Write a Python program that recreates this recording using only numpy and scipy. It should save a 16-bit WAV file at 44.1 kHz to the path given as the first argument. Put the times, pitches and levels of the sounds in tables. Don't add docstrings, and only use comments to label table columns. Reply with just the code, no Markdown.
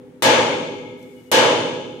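import sys
import numpy as np
from scipy import signal
from scipy.fft import irfft
from scipy.io import wavfile
from scipy.ndimage import map_coordinates

SR = 44100
rng = np.random.default_rng(int(sys.argv[2]) if len(sys.argv) > 2 else 0)


def wrap_up_sound(samples):
    columns = np.atleast_2d(samples).T
    tamed = np.clip(columns, -1, 1)
    steps = np.round(tamed * 32767).astype(np.int16)
    wavfile.write(sys.argv[1], SR, steps)


N = 88200

# t/s, gain/dB, brightness/(dB per octave), left-right/dB, f/Hz favoured by the spot struck
BLOWS = [(-0.86, -12.5, -3.5, 1.5, 500), (0.2225, -11.5, 0.5, 0.5, 2273), (1.3155, -11.5, 0.56, -0.5, 3140)]


def amp(db):
    return 10 ** (np.asarray(db) / 20)


def unit(x):
    return x / np.sqrt(np.mean(x ** 2) + 1e-20)


def along(points, hz):
    f, v = np.transpose(points)
    return np.interp(np.log(hz + 1), np.log(f + 1), v)


def add(out, start_s, x):
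    i = round(start_s * SR)
    x = x[:, max(-i, 0):][:, :max(N - max(i, 0), 0)]
    out[:, max(i, 0):][:, :x.shape[1]] += x


def ears(mid, side, hz):
    alike = [(60, 0.8), (250, 0.83), (500, 0.83), (1000, 0.13), (3000, 0), (12000, 0)]
    balance = [(250, 0), (500, -0.7), (900, 0.5), (1700, 2.5), (3000, 4.5), (6000, 4.5), (9000, -2),
               (13000, 2.5)]
    turn = np.arccos(along(alike, hz)) / 2
    mid, side = mid * np.cos(turn), side * np.sin(turn)
    lean = amp(along(balance, hz) / 2)
    return np.array([(mid + side) * lean, (mid - side) / lean])


def grid():
    return np.fft.rfftfreq(2 * N, 1 / SR)


def white_spectra():
    return rng.standard_normal((2, N + 1)) + 1j * rng.standard_normal((2, N + 1))


def coloured(spectra, colour):
    return unit(irfft(ears(*spectra, grid()) * amp(along(colour, grid()))))


def envelope(t, rise_s, hold_s, t60):
    direct_share = 0.31
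    build = 1 - (1 - direct_share) * np.exp(-t / rise_s)
    return build * amp(-60 * (np.hypot(t, hold_s) - hold_s) / t60)


def tilt(brightness, hz, above_hz=600):
    return amp(brightness * np.log2(np.maximum(hz / above_hz, 1)))


def yard():
    bed = [(25, -21), (60, -9.5), (150, -1), (400, -5.5), (700, -16), (1200, -20), (2000, -20.5),
           (5000, -34), (10000, -34.5), (15000, -41.5)]
    hiss = [(1000, -30), (4000, -3.5), (8000, -1.5), (11000, -5), (14500, -3), (16000, -17)]
    ticks = [(0.975, -63), (1.027, -52)]
    bed_db, swing_db, swing_s, tick_t60 = -52.5, -63, 0.35, 0.05
    t = np.arange(N) / SR
    out = amp(bed_db) * coloured(white_spectra(), bed)[:, :N]
    fade = signal.windows.tukey(int(swing_s * SR), 0.2)
    rustle = coloured(white_spectra(), hiss)[:, :len(fade)] * fade
    add(out, BLOWS[-1][0] - swing_s, amp(swing_db) * rustle)
    for start_s, db in ticks:
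        add(out, start_s, coloured(white_spectra(), hiss)[:, :N] * amp(db - 60 * t / tick_t60))
    return out


def squeak():
    swells = [(1.045, .055, -66), (1.14, 0.098, -59.5), (1.24, 0.11, -62)]
    pitch_hz, waver_hz, wavers_per_s, pan_db = 2930, 10.7, 51, 13
    t = np.arange(N) / SR
    waver = map_coordinates(rng.standard_normal(size=400), [t * wavers_per_s])
    tone = np.sin(2 * np.pi * np.cumsum(pitch_hz + waver_hz * waver) / SR)
    level = sum(amp(db) * np.sin(np.pi * np.clip((t - s) / length, 0, 1)) for s, length, db in swells)
    return amp([[pan_db / 2], [-pan_db / 2]]) * tone * level


def boom():
    modes = [(113.3, -22, 2.2), (145.6, -27, 2.37), (179, -33.5, 1.9), (235, -13.5, 1.3), (250, -24, 6.16),
             (287, -13.5, 1.9), (335.3, -15, 1.58), (346.8, -20.5, 2.5), (400.6, -14, 2.54),
             (465.4, -6, 1.23), (498.2, -11.5, 2.35), (532, -10.5, 1.24), (598.5, -13, 1.1),
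             (639.3, -10.5, 1.1), (834.3, -9.5, 1.27), (876.5, -6, 0.49), (915, -15.5, 1.36),
             (964.5, -12.5, 1.14), (1132, -17, 1.06), (1274, -19.5, 1.15), (1659, -9.5, 0.55),
             (2170, -18, 1.07)]
    layer_db, partner_db, typical_beat_hz = -3, -2, 8.17
    t = np.arange(N + SR) / SR
    out = np.zeros((2, len(t)))
    for hz, db, t60 in modes:
        above_hz, below_hz = typical_beat_hz * rng.uniform(0.5, 1.5, 2)
        phase = rng.uniform(0, 2 * np.pi, 4)
        wave = lambda f, k: np.sin(2 * np.pi * f * t + phase[k])
        mid = wave(hz, 0) + amp(partner_db) * wave(hz + above_hz, 1)
        side = wave(hz - below_hz, 2) + amp(partner_db) * wave(hz, 3)
        out += amp(db) * ears(mid, side, hz) * envelope(t, rise_s=0.019, hold_s=0.084, t60=t60)
    return amp(layer_db) * out


def shimmer(pattern, favoured_hz, brightness):
    # f/Hz, half-width/Hz, relative level/dB, t60/s
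    clusters = [(830, 45, -20.5, 1.77), (1284, 6.7, -26, 1.54), (1658, 18, -20.5, 1.29),
                (2187, 63, -27, 1.82), (2377, 110, -30, 1.42), (2604, 88, -24, 1), (2910, 130, -26.5, 0.99),
                (2997, 72, -25.5, 1.13), (3520, 94, -25, 1.6), (4090, 20, -30, 1.35),
                (4410, 20, -27.5, 1.13), (4980, 74, -36.5, 1.2), (5920, 130, -26, 1),
                (6320, 220, -26.5, 1.05), (6850, 190, -27, 1.18)]
    layer_db, favour_db, favour_octaves = -4, 12.5, 0.12
    t, f = np.arange(N) / SR, grid()
    out = np.zeros((2, N))
    spectra = ears(*pattern, f)
    for hz, half_width, db, t60 in clusters:
        band = spectra / (1 + ((f - hz) / half_width) ** 4)
        ring = unit(irfft(band)[:, :N]) * envelope(t, rise_s=0.043, hold_s=0.071, t60=t60)
        boost_db = favour_db * np.exp(-(np.log2(hz / favoured_hz) / favour_octaves) ** 2)
        out += amp(db + boost_db) * tilt(brightness, hz) * ring
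    return amp(layer_db) * out


def crash(pattern, brightness):
    crowd = [(30, -48), (60, -24.5), (105, -11.5), (180, -7.5), (250, -11), (400, -5), (510, 6.5), (660, 1),
             (740, -4.5), (900, 3), (1200, -5.5), (1900, -5.5), (2300, -9.5), (3300, -8.5), (4300, -12.5),
             (6500, -19.5), (8000, -22), (11000, -29.5), (15000, -33.5), (16000, -47)]
    rise = [(100, 0.11), (500, 0.075), (2500, 0.024), (6000, 0.0033), (11000, 0.0029)]
    hold = [(100, 0.12), (500, 0.2), (1200, 0.16), (2500, 0.14), (6000, 0.036), (11000, 0.0033)]
    ring = [(60, 1.6), (140, 1.84), (260, 2.05), (480, 1.166), (720, 0.71), (900, 0.84), (1150, 0.82),
            (1500, 0.82), (1900, 0.67), (2400, 0.96), (3200, 1.12), (4000, 0.87), (4800, 0.91),
            (6700, 0.89), (9000, 0.88), (14000, 0.34)]
    layer_db = -0.5
    hz, t, bands = signal.stft(coloured(pattern, crowd), SR, nperseg=512)
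    hz = hz[:, None]
    shape = envelope(t, along(rise, hz), along(hold, hz), along(ring, hz)) * tilt(brightness, hz)
    return amp(layer_db) * signal.istft(bands * shape, SR, nperseg=512)[1][:, :2 * N]


def crack():
    click_colour = [(200, -14), (900, 4), (2000, 10), (5000, -2), (11000, -2), (15000, -3), (16000, -18)]
    splash_colour = [(30, -30), (70, -20), (300, 7), (880, 8.5), (1400, 0), (5000, -8), (9000, -2.5),
                     (14500, -8), (16000, -22)]
    click_db, click_t60, splash_db, splash_t60 = -4, 0.012, -8, 0.21
    t = np.arange(2 * N) / SR
    click = coloured(white_spectra(), click_colour) * amp(click_db - 60 * t / click_t60)
    splash = coloured(white_spectra(), splash_colour) * amp(splash_db - 60 * t / splash_t60)
    return click + splash


def hammering():
    bass_spacing_hz, sparse_above_hz, uneven_db = 0.99, 2000, 1
    spot_share = 0.37
    spacing_hz = bass_spacing_hz * np.hypot(1, grid() / sparse_above_hz)
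    present = rng.random(N + 1) < grid()[1] / spacing_hz
    modes = present * np.sqrt(spacing_hz) * amp(uneven_db * rng.standard_normal(N + 1))
    common = white_spectra()
    out = np.zeros((2, N))
    for start_s, db, brightness, pan_db, favoured_hz in BLOWS:
        pattern = modes * (np.sqrt(1 - spot_share) * common + np.sqrt(spot_share) * white_spectra())
        gain = amp([[db + pan_db / 2], [db - pan_db / 2]])
        layers = crack(), crash(pattern, brightness), shimmer(pattern, favoured_hz, brightness), boom()
        for layer in layers:
            add(out, start_s, gain * layer)
    return out


def scene():
    return hammering() + yard() + squeak()


def record(dry):
    ceiling, knee, low_cut_hz, top_hz = 0.8, 5, 56, 15700
    rounded = dry / (1 + np.abs(dry / ceiling) ** knee) ** (1 / knee)
    thinned = signal.sosfilt(signal.butter(2, low_cut_hz, "high", fs=SR, output="sos"), rounded)
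    return signal.sosfilt(signal.ellip(10, 0.1, 90, top_hz, fs=SR, output="sos"), thinned)


dry = scene()
out = record(dry)
wrap_up_sound(out)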